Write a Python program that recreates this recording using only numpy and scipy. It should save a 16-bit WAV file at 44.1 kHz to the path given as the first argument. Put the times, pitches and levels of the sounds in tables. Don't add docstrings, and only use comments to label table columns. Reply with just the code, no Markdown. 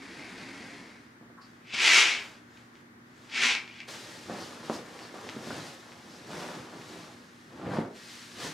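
import sys
import numpy as np
from scipy import signal
from scipy.fft import rfft, irfft, next_fast_len
from scipy.io import wavfile
from scipy.ndimage import map_coordinates

SR = 44100
rng = np.random.default_rng(int(sys.argv[2]) if len(sys.argv) > 2 else 0)


def unload_wav(signal):
    wavfile.write(
        sys.argv[1],
        SR,
        np.round(np.clip(np.atleast_2d(signal).T, -1, 1) * 32767).astype(np.int16),
    )


N = 376173
TIME = np.arange(N) / SR


def amp(db):
    return 10 ** (np.asarray(db) / 20)


def unit_rms(x):
    return x / np.sqrt(np.mean(x ** 2) + 1e-20)


def read(curve, hz):
    f, value = np.transpose(curve)
    return np.interp(np.log(hz + 1), np.log(f + 1), value)


def add(mix, s, sound):
    part = mix[round(s * SR):][:len(sound)]
    part += sound[:len(part)]


def impulse(spectrum, size=4096):
    hz = abs(np.fft.fftfreq(size, 1 / SR))
    log_gain = np.log(amp(read(spectrum, hz)))
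    click = np.fft.ifft(np.exp(np.conj(signal.hilbert(log_gain)))).real
    return click / np.linalg.norm(click)


def ringing(modes):
    t = TIME[:SR // 2]
    out = np.zeros(len(t))
    for k, (hz, width, db) in enumerate(modes):
        gain = (-1) ** k * amp(db) * np.sqrt(4 * np.pi * width / SR)
        out += gain * np.exp(-np.pi * width * t) * np.cos(2 * np.pi * hz * t)
    return out


def through(x, response):
    return signal.oaconvolve(x, response)[:N]


def eq(x, curve):
    size = next_fast_len(len(x) + 4096)
    gain = amp(read(curve, np.fft.rfftfreq(size, 1 / SR)))
    return irfft(rfft(x, size) * gain, size)[:len(x)]


def contacts(per_s, spread_db):
    size = amp(spread_db * np.minimum(rng.exponential(1, N), 4))
    return unit_rms(size * rng.choice([-1, 1], N) * (rng.random(N) < per_s / SR))


def wobble(hz, depth_db):
    count = N // 64
    ratio = np.fft.rfftfreq(count, 64 / SR) / hz
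    drift = unit_rms(irfft(rfft(rng.standard_normal(count)) * ratio / (1 + ratio ** 3)))
    return amp(depth_db * np.interp(TIME, np.linspace(0, TIME[-1], len(drift)), drift))


def hits(cues):
    out = np.zeros(N)
    for s, db in cues:
        add(out, s, amp([db]))
    return out


def stroke(peak_s, rise_s, fall_s, db, curve=1.66):
    away = np.maximum((peak_s - TIME) / rise_s, (TIME - peak_s) / fall_s)
    return amp(db - 10 * np.minimum(away ** curve, 20))


def strokes(cues):
    return np.sqrt(sum(stroke(*cue) ** 2 for cue in cues))


def puff(hz):
    phase = 2 * np.pi * hz * TIME[:2048]
    push = (1 - phase) * np.exp(-phase)
    return push / np.linalg.norm(push)


def sliding(pressure, cloth):
    threads = contacts(per_s=9000, spread_db=1.5) * wobble(hz=30, depth_db=0.4)
    return through(threads * pressure, impulse(cloth))


# f/Hz, side level/dB
SIDE_EQ = [(60, -26), (150, -21), (300, -16.5), (650, -5.5), (1300, -3.5), (2400, -3.5), (4200, -4),
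           (8000, -0.5), (15000, -7.5)]
def side_tone(x):
    return eq(x, SIDE_EQ)


# f/Hz, level/dB
AIR_TONE = [(25, -39.5), (60, -15.5), (120, -5), (170, -3), (245, -2), (340, -2), (450, -11.5),
            (650, -17.5), (1200, -13.5), (1850, -13), (2700, -26), (4500, -28.5), (7500, -36),
            (15500, -41.5)]
# f/Hz, wander scale/Hz, level/dB
FAN_HUM = [(116, 3.2, -7.5), (237.8, 8.3, 1)]
def fan():
    air, spread = (through(rng.standard_normal(N), impulse(AIR_TONE)) for _ in range(2))
    side = amp(5.5) * side_tone(spread)
    hum = np.zeros(N)
    for hz, wander, db in FAN_HUM:
        pitch = hz + wander * np.log(wobble(hz=17.3, depth_db=4.5))
        hum += amp(db) * np.sin(2 * np.pi * np.cumsum(pitch) / SR)
    hum *= wobble(hz=3.2, depth_db=0.5)
    return amp(-57) * np.array([air + side, air - side]) + amp(-58.5) * hum


# f/Hz, level/dB
LEFT_ROD_TONE = [(35, -18), (70, -8), (150, -1.5), (270, 10), (400, -2), (600, -7), (800, -4), (1200, -8),
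                 (1600, -3), (2200, 1), (2900, -8.5), (4800, -9.5), (7000, -17.5), (10000, -24.5),
                 (15000, -48)]
def left_curtain():
    chatter = contacts(per_s=2500, spread_db=1) * wobble(hz=25, depth_db=0.9)
    glide = stroke(peak_s=0.45, rise_s=0.8, fall_s=0.5, db=-47.3, curve=2.57)
    return amp(2.5) * through(chatter * glide, impulse(LEFT_ROD_TONE))


# t/s, level/dB, f/Hz
FLAP_CUES = [(1.212, -19.5, 200), (1.228, -18.5, 400), (1.301, -17.5, 900), (1.738, -16, 99.2),
             (4.2976, -1, 420), (4.328, -8, 420), (4.366, -16, 600), (4.698, 9.5, 630), (4.741, -15, 450),
             (5.142, -7, 600), (5.365, -7, 110), (5.473, -8, 350), (5.506, 0.5, 700), (6.425, -7.5, 400),
             (6.725, -13.5, 700), (7.786, 6, 180), (7.818, -8, 200)]
# f/Hz, level/dB
FLAP_TONE = [(30, -42.5), (80, -8.5), (160, 2), (240, 9), (700, -1.5), (1300, -4.5), (2000, -18.5),
             (4000, -19), (12000, -66)]
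def flaps():
    puffs = np.zeros(N)
    for s, db, hz in FLAP_CUES:
        add(puffs, s, amp(db) * puff(hz))
    thump = through(puffs, impulse(FLAP_TONE))
    boom = through(puffs, ringing([(227, 21, 0)]))
    return amp(-17) * thump + amp(-24) * boom


# f/Hz, width/Hz, level/dB
CREAK_RING = [(1130, 130, 0), (1560, 100, -1)]
def creak():
    swell = stroke(peak_s=1.381, rise_s=0.008, fall_s=0.016, db=-49)
    return through(contacts(per_s=1500, spread_db=-5) * swell, ringing(CREAK_RING))


# t/s, length/s, f/Hz, level/dB
SWISH_CUES = [(1.407, 0.056, 4600, -60), (4.395, 0.055, 4840, -50.5), (4.726, 0.041, 5150, -52),
              (5.008, 0.064, 4600, -55), (5.501, 0.021, 1540, -42.5), (6.09, .08, 4970, -59.5)]
def swishes():
    out = np.zeros(N)
    for s, length, hz, db in SWISH_CUES:
        ridge = ringing([(hz, 0.25 * hz, 0)])
        count = round(length * SR)
        band = through(through(rng.standard_normal(count), ridge), ridge)[:count]
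        add(out, s, amp(db) * unit_rms(band) * signal.windows.tukey(count, 0.3))
    return out


# peak t/s, rise/s, fall/s, level/dB
GATHER_CUES = [(1.416, 0.008, 0.22, -62.5), (2.2, 0.36, 0.15, -48), (2.566, 0.11, 0.134, -60),
               (2.764, 0.056, 0.089, -63), (3.275, 0.18, 0.9, -57)]
# f/Hz, level/dB
DRAPE_TONE = [(200, -8), (700, -2.5), (1500, -0.5), (2500, -2.5), (4800, -7), (7000, -10.5), (10000, -21),
              (15000, -30)]
def gathering():
    return sliding(strokes(GATHER_CUES), DRAPE_TONE)


# peak t/s, rise/s, fall/s, level/dB
PULL_CUES = [ (1.744, 0.0073, 0.013, -29.5), (1.872, 0.096, 0.066, -19.5), (1.965, 0.084, 0.086, -16.5),
             (2.08, 0.073, 0.098, -27), (2.341, 0.02, 0.033, -55.5), (3.375, 0.049, 0.05, -28.5),
             (3.44, 0.043, 0.06, -21.5), (3.505, 0.061, 0.059, -27), (3.8, 0.16, 0.03, -49), ]
# t/s, level/dB
KNOCK_CUES = [(1.739, -7.5), (1.866, 1), (1.964, -10), (1.996, 3), (2.574, -27.5), (2.755, -30),
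              (3.298, -25), (3.330, -19), (3.359, -13), (3.436, 1), (3.551, -1.5), (3.678, -19.5),
              (3.804, -14.5), (3.832, -29)]
# f/Hz, level/dB
RIGHT_ROD_TONE = [(90, -55), (250, -22.5), (370, -13), (540, -24), (750, -15), (1150, -12.5), (1800, -6),
                  (2250, 2), (2700, -0.5), (3600, -6.5), (5400, -11.5), (8000, -26), (11000, -45.5),
                  (15000, -57.5)]
# f/Hz, level/dB
SIZZLE_TONE = [(1000, -49.5), (3500, -3), (6000, 4.5), (8000, -4.5), (11000, -16), (15000, -39)]
# f/Hz, width/Hz, level/dB
ROD_RING = [(245, 10.6, -22.5), (440, 20, -33.5), (818, 20.2, -33.5), (1292, 32, -15.5), (2040, 19, -19),
            (2100, 21.8, -16), (2200, 9.1, -7), (2217, 27.4, -33.5), (2300, 28, -21), (2490, 21, -11),
            (2430, 27, -9.5), (2780, 14, -30.5), (2700, 26, -25), (3540, 27, -16), (4460, 35, -29)]
def right_curtain():
    speed = strokes(PULL_CUES)
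    brightness = np.sqrt(speed / speed.max())
    chatter = unit_rms(contacts(per_s=2400, spread_db=2.5) + amp(-4) * rng.standard_normal(N))
    drive = chatter * speed * wobble(hz=70.5, depth_db=0.5)
    knocks = hits(KNOCK_CUES)
    scrape = through(drive + knocks, impulse(RIGHT_ROD_TONE))
    skips = contacts(per_s=3000, spread_db=3.5)
    sizzle = through(skips * speed * brightness, impulse(SIZZLE_TONE))
    rod = through(drive + amp(2) * knocks, ringing(ROD_RING))
    return amp(-0.5) * scrape + amp(-9) * sizzle + amp(-14.5) * rod


# peak t/s, rise/s, fall/s, level/dB
SWING_CUES = [(3.55, 0.14, 0.024, -43), (3.689, 0.022, 0.048, -45.5), (3.808, 0.006, 0.013, -34)]
# f/Hz, width/Hz, level/dB
CHIME_RING = [(2210, 70, -5), (2390, 81, -5), (2440, 90, -8)]
def settling():
    taps = contacts(per_s=660, spread_db=-4) * strokes(SWING_CUES)
    taps = eq(taps, [(1200, -25), (2150, 0.5), (2550, 1), (3600, -18)])
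    swell = stroke(peak_s=3.44, rise_s=0.11, fall_s=0.08, db=-45)
    room_hum = through(contacts(per_s=360, spread_db=-2.5) * swell, ringing([(239.5, 14, 0)]))
    return amp(-2) * through(taps, ringing(CHIME_RING)) + amp(1.5) * room_hum


# peak t/s, rise/s, fall/s, billow level/dB, buckle level/dB, slide level/dB
TUG_CUES = [ (3.885, 0.008, 0.21, -54, -50.5, -46.5), (4.097, 0.15, 0.66, -53.5, -55, -52.5),
            (4.315, 0.037, 0.1, -39, -43.5, -59), (4.418, 0.096, 0.1, -47.5, -50, -50),
            (4.534, 0.047, 0.067, -65, -48.5, -54.5), (4.669, 0.081, 0.15, -47.5, -47.5, -52.5),
            (4.74, 0.04, 0.055, -49, -46.5, -47.5), (5.02, 0.27, 0.17, -54.5, -50.5, -54.5),
            (5.157, 0.025, 0.1, -54, -48, -56.5), (5.271, 0.1, 0.3, -47, -48.5, -53),
            (5.481, 0.072, 0.11, -41, -53, -49.5), (5.572, 0.09, 0.085, -43, -46, -48.5),
            (5.671, 0.1, 0.11, -49, -53, -50), (5.89, 0.36, 0.26, -71, -56, -59),
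            (6.156, 0.19, 0.38, -49.5, -57.5, -57), (6.33, 0.065, 0.073, -44.5, -48, -53),
            (6.4, 0.095, 0.26, -44.5, -43.5, -48.5), (6.565, 0.03, 0.073, -44.5, -50, -60),
            (6.75, 0.069, 0.14, -49, -52.5, -61.5), (6.94, 0.25, 0.24, -48, -51.5, -53.5),
            (7.4, 0.67, 0.66, -67.5, -69, -64), (7.6, 0.1, 0.06, -44.5, -52, -67),
            (7.675, 0.076, 0.08, -32.5, -43, -62), (7.744, 0.046, 0.09, -27.5, -38, -53),
            (7.955, 0.0089, 0.14, -72, -65, -55.5), (8.13, 0.16, 0.34, -63, -62.5, -50),
            (8.445, 0.074, 0.084, -39, -44, -41.5), ]
# f/Hz, level/dB
BILLOW_TONE = [(25, -52), (60, -21), (90, -5), (125, -0.5), (165, 0.5), (240, 0), (330, 0.5), (500, -10.5),
               (900, -14), (2000, -73)]
# f/Hz, level/dB
FOLD_TONE = [(60, -16), (200, -4.5), (400, 2), (650, -0.5), (1200, -0.5), (1800, -4), (2600, -10),
             (5000, -15.5), (12000, -84)]
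# f/Hz, level/dB
COTTON_TONE = [(200, -19), (900, -6.5), (1800, 4), (2500, 1.5), (3600, 2.5), (5200, 1), (7000, -3.5),
               (10000, -11), (13000, -18.5), (15500, -26)]
def bedding():
    motion = np.array([stroke(peak_s, rise_s, fall_s, 0) for peak_s, rise_s, fall_s, *_ in TUG_CUES])
    strength = amp([layers_db for _, _, _, *layers_db in TUG_CUES])
    billow, buckle, slide = np.sqrt(strength.T ** 2 @ motion ** 2)
    catching = wobble(hz=22, depth_db=0.96)
    panels = through(contacts(per_s=900, spread_db=0.5) * billow * catching, impulse(BILLOW_TONE))
    puffs = sum(through(contacts(per_s=130, spread_db=1), puff(hz))
                for hz in np.geomspace(300, 1500, num=6))
    folds = unit_rms(through(puffs, impulse(FOLD_TONE))) * buckle * catching
    return amp(-3) * panels + amp(1.23) * folds + amp(2.25) * sliding(slide, COTTON_TONE)


# t/s, level/dB
TICK_CUES = [(4.991, -15), (5.2905, -7), (5.296, -21), (5.305, -22), (5.315, -25), (5.92, -19),
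             (6.816, -19.5)]
# f/Hz, level/dB
TICK_TONE = [(300, -21), (1200, -2), (1900, 9), (3700, 1.5), (6000, -5.5), (8500, -24), (14000, -38)]
def ticks():
    return amp(-5) * through(hits(TICK_CUES), impulse(TICK_TONE))


# f/Hz, T60/s
ROOM_DECAY = [(100, 0.18), (500, 0.51), (2500, 0.28), (6000, 0.25), (14000, 0.27)]
def reverb_tail(taps_per_s=4000, predelay_s=0.002):
    count = SR // 2
    taps = rng.choice([-1., 1.], count) * (rng.random(count) < taps_per_s / SR)
    taps *= TIME[:count] > predelay_s
    hz, t, bands = signal.stft(taps, SR, nperseg=256)
    decay = 10 ** (-3 * t / read(ROOM_DECAY, hz)[:, None])
    tail = signal.istft(bands * decay, SR, nperseg=256)[1][:count]
    return tail / np.linalg.norm(tail)


def room(x, wet_db, echo, width_db, places=6, travel_s=0.04):
    mid, side = np.zeros((2, N))
    for k in range(places):
        away = (TIME / travel_s - k + places / 2) % places - places / 2
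        here = x * np.cos(np.pi / 2 * np.minimum(abs(away), 1))
        mid += amp(wet_db) * through(here, reverb_tail())
        side += amp(width_db) * through(here, side_tone(reverb_tail()))
    ceiling_s = 0.0059 * wobble(hz=1.96, depth_db=0.74)
    bounce = eq(x, [(280, -15), (450, -2)])
    mid += x + echo * map_coordinates(bounce, [(TIME - ceiling_s) * SR], order=3)
    mid /= np.sqrt(1 + echo ** 2 + amp(wet_db) ** 2)
    return np.array([mid + side, mid - side])


def scene():
    window = left_curtain() + right_curtain() + settling() + gathering()
    accents = flaps() + ticks() + creak()
    far = room(window, wet_db=-1, echo=0.12, width_db=-10)
    near = room(bedding() + swishes(), wet_db=-7, echo=0.32, width_db=-7)
    return far + near + room(accents, wet_db=-3, echo=0.88, width_db=-14.5, places=2) + fan()


# f/Hz, left over right level/dB
STEREO_TILT = [(600, -0.5), (1300, 1), (2400, 1.7), (4400, 1), (8000, 1.7), (15000, 1)]
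def record(dry):
    pair = np.array([eq(x, [(hz, sign * db / 2) for hz, db in STEREO_TILT])
                     for x, sign in zip(dry, (1, -1))])
    high_cut = signal.firwin(511, cutoff=15700, window=("kaiser", 9), fs=SR)
    return signal.oaconvolve(pair, high_cut[None], "same")


dry = scene()
out = record(dry)
unload_wav(out)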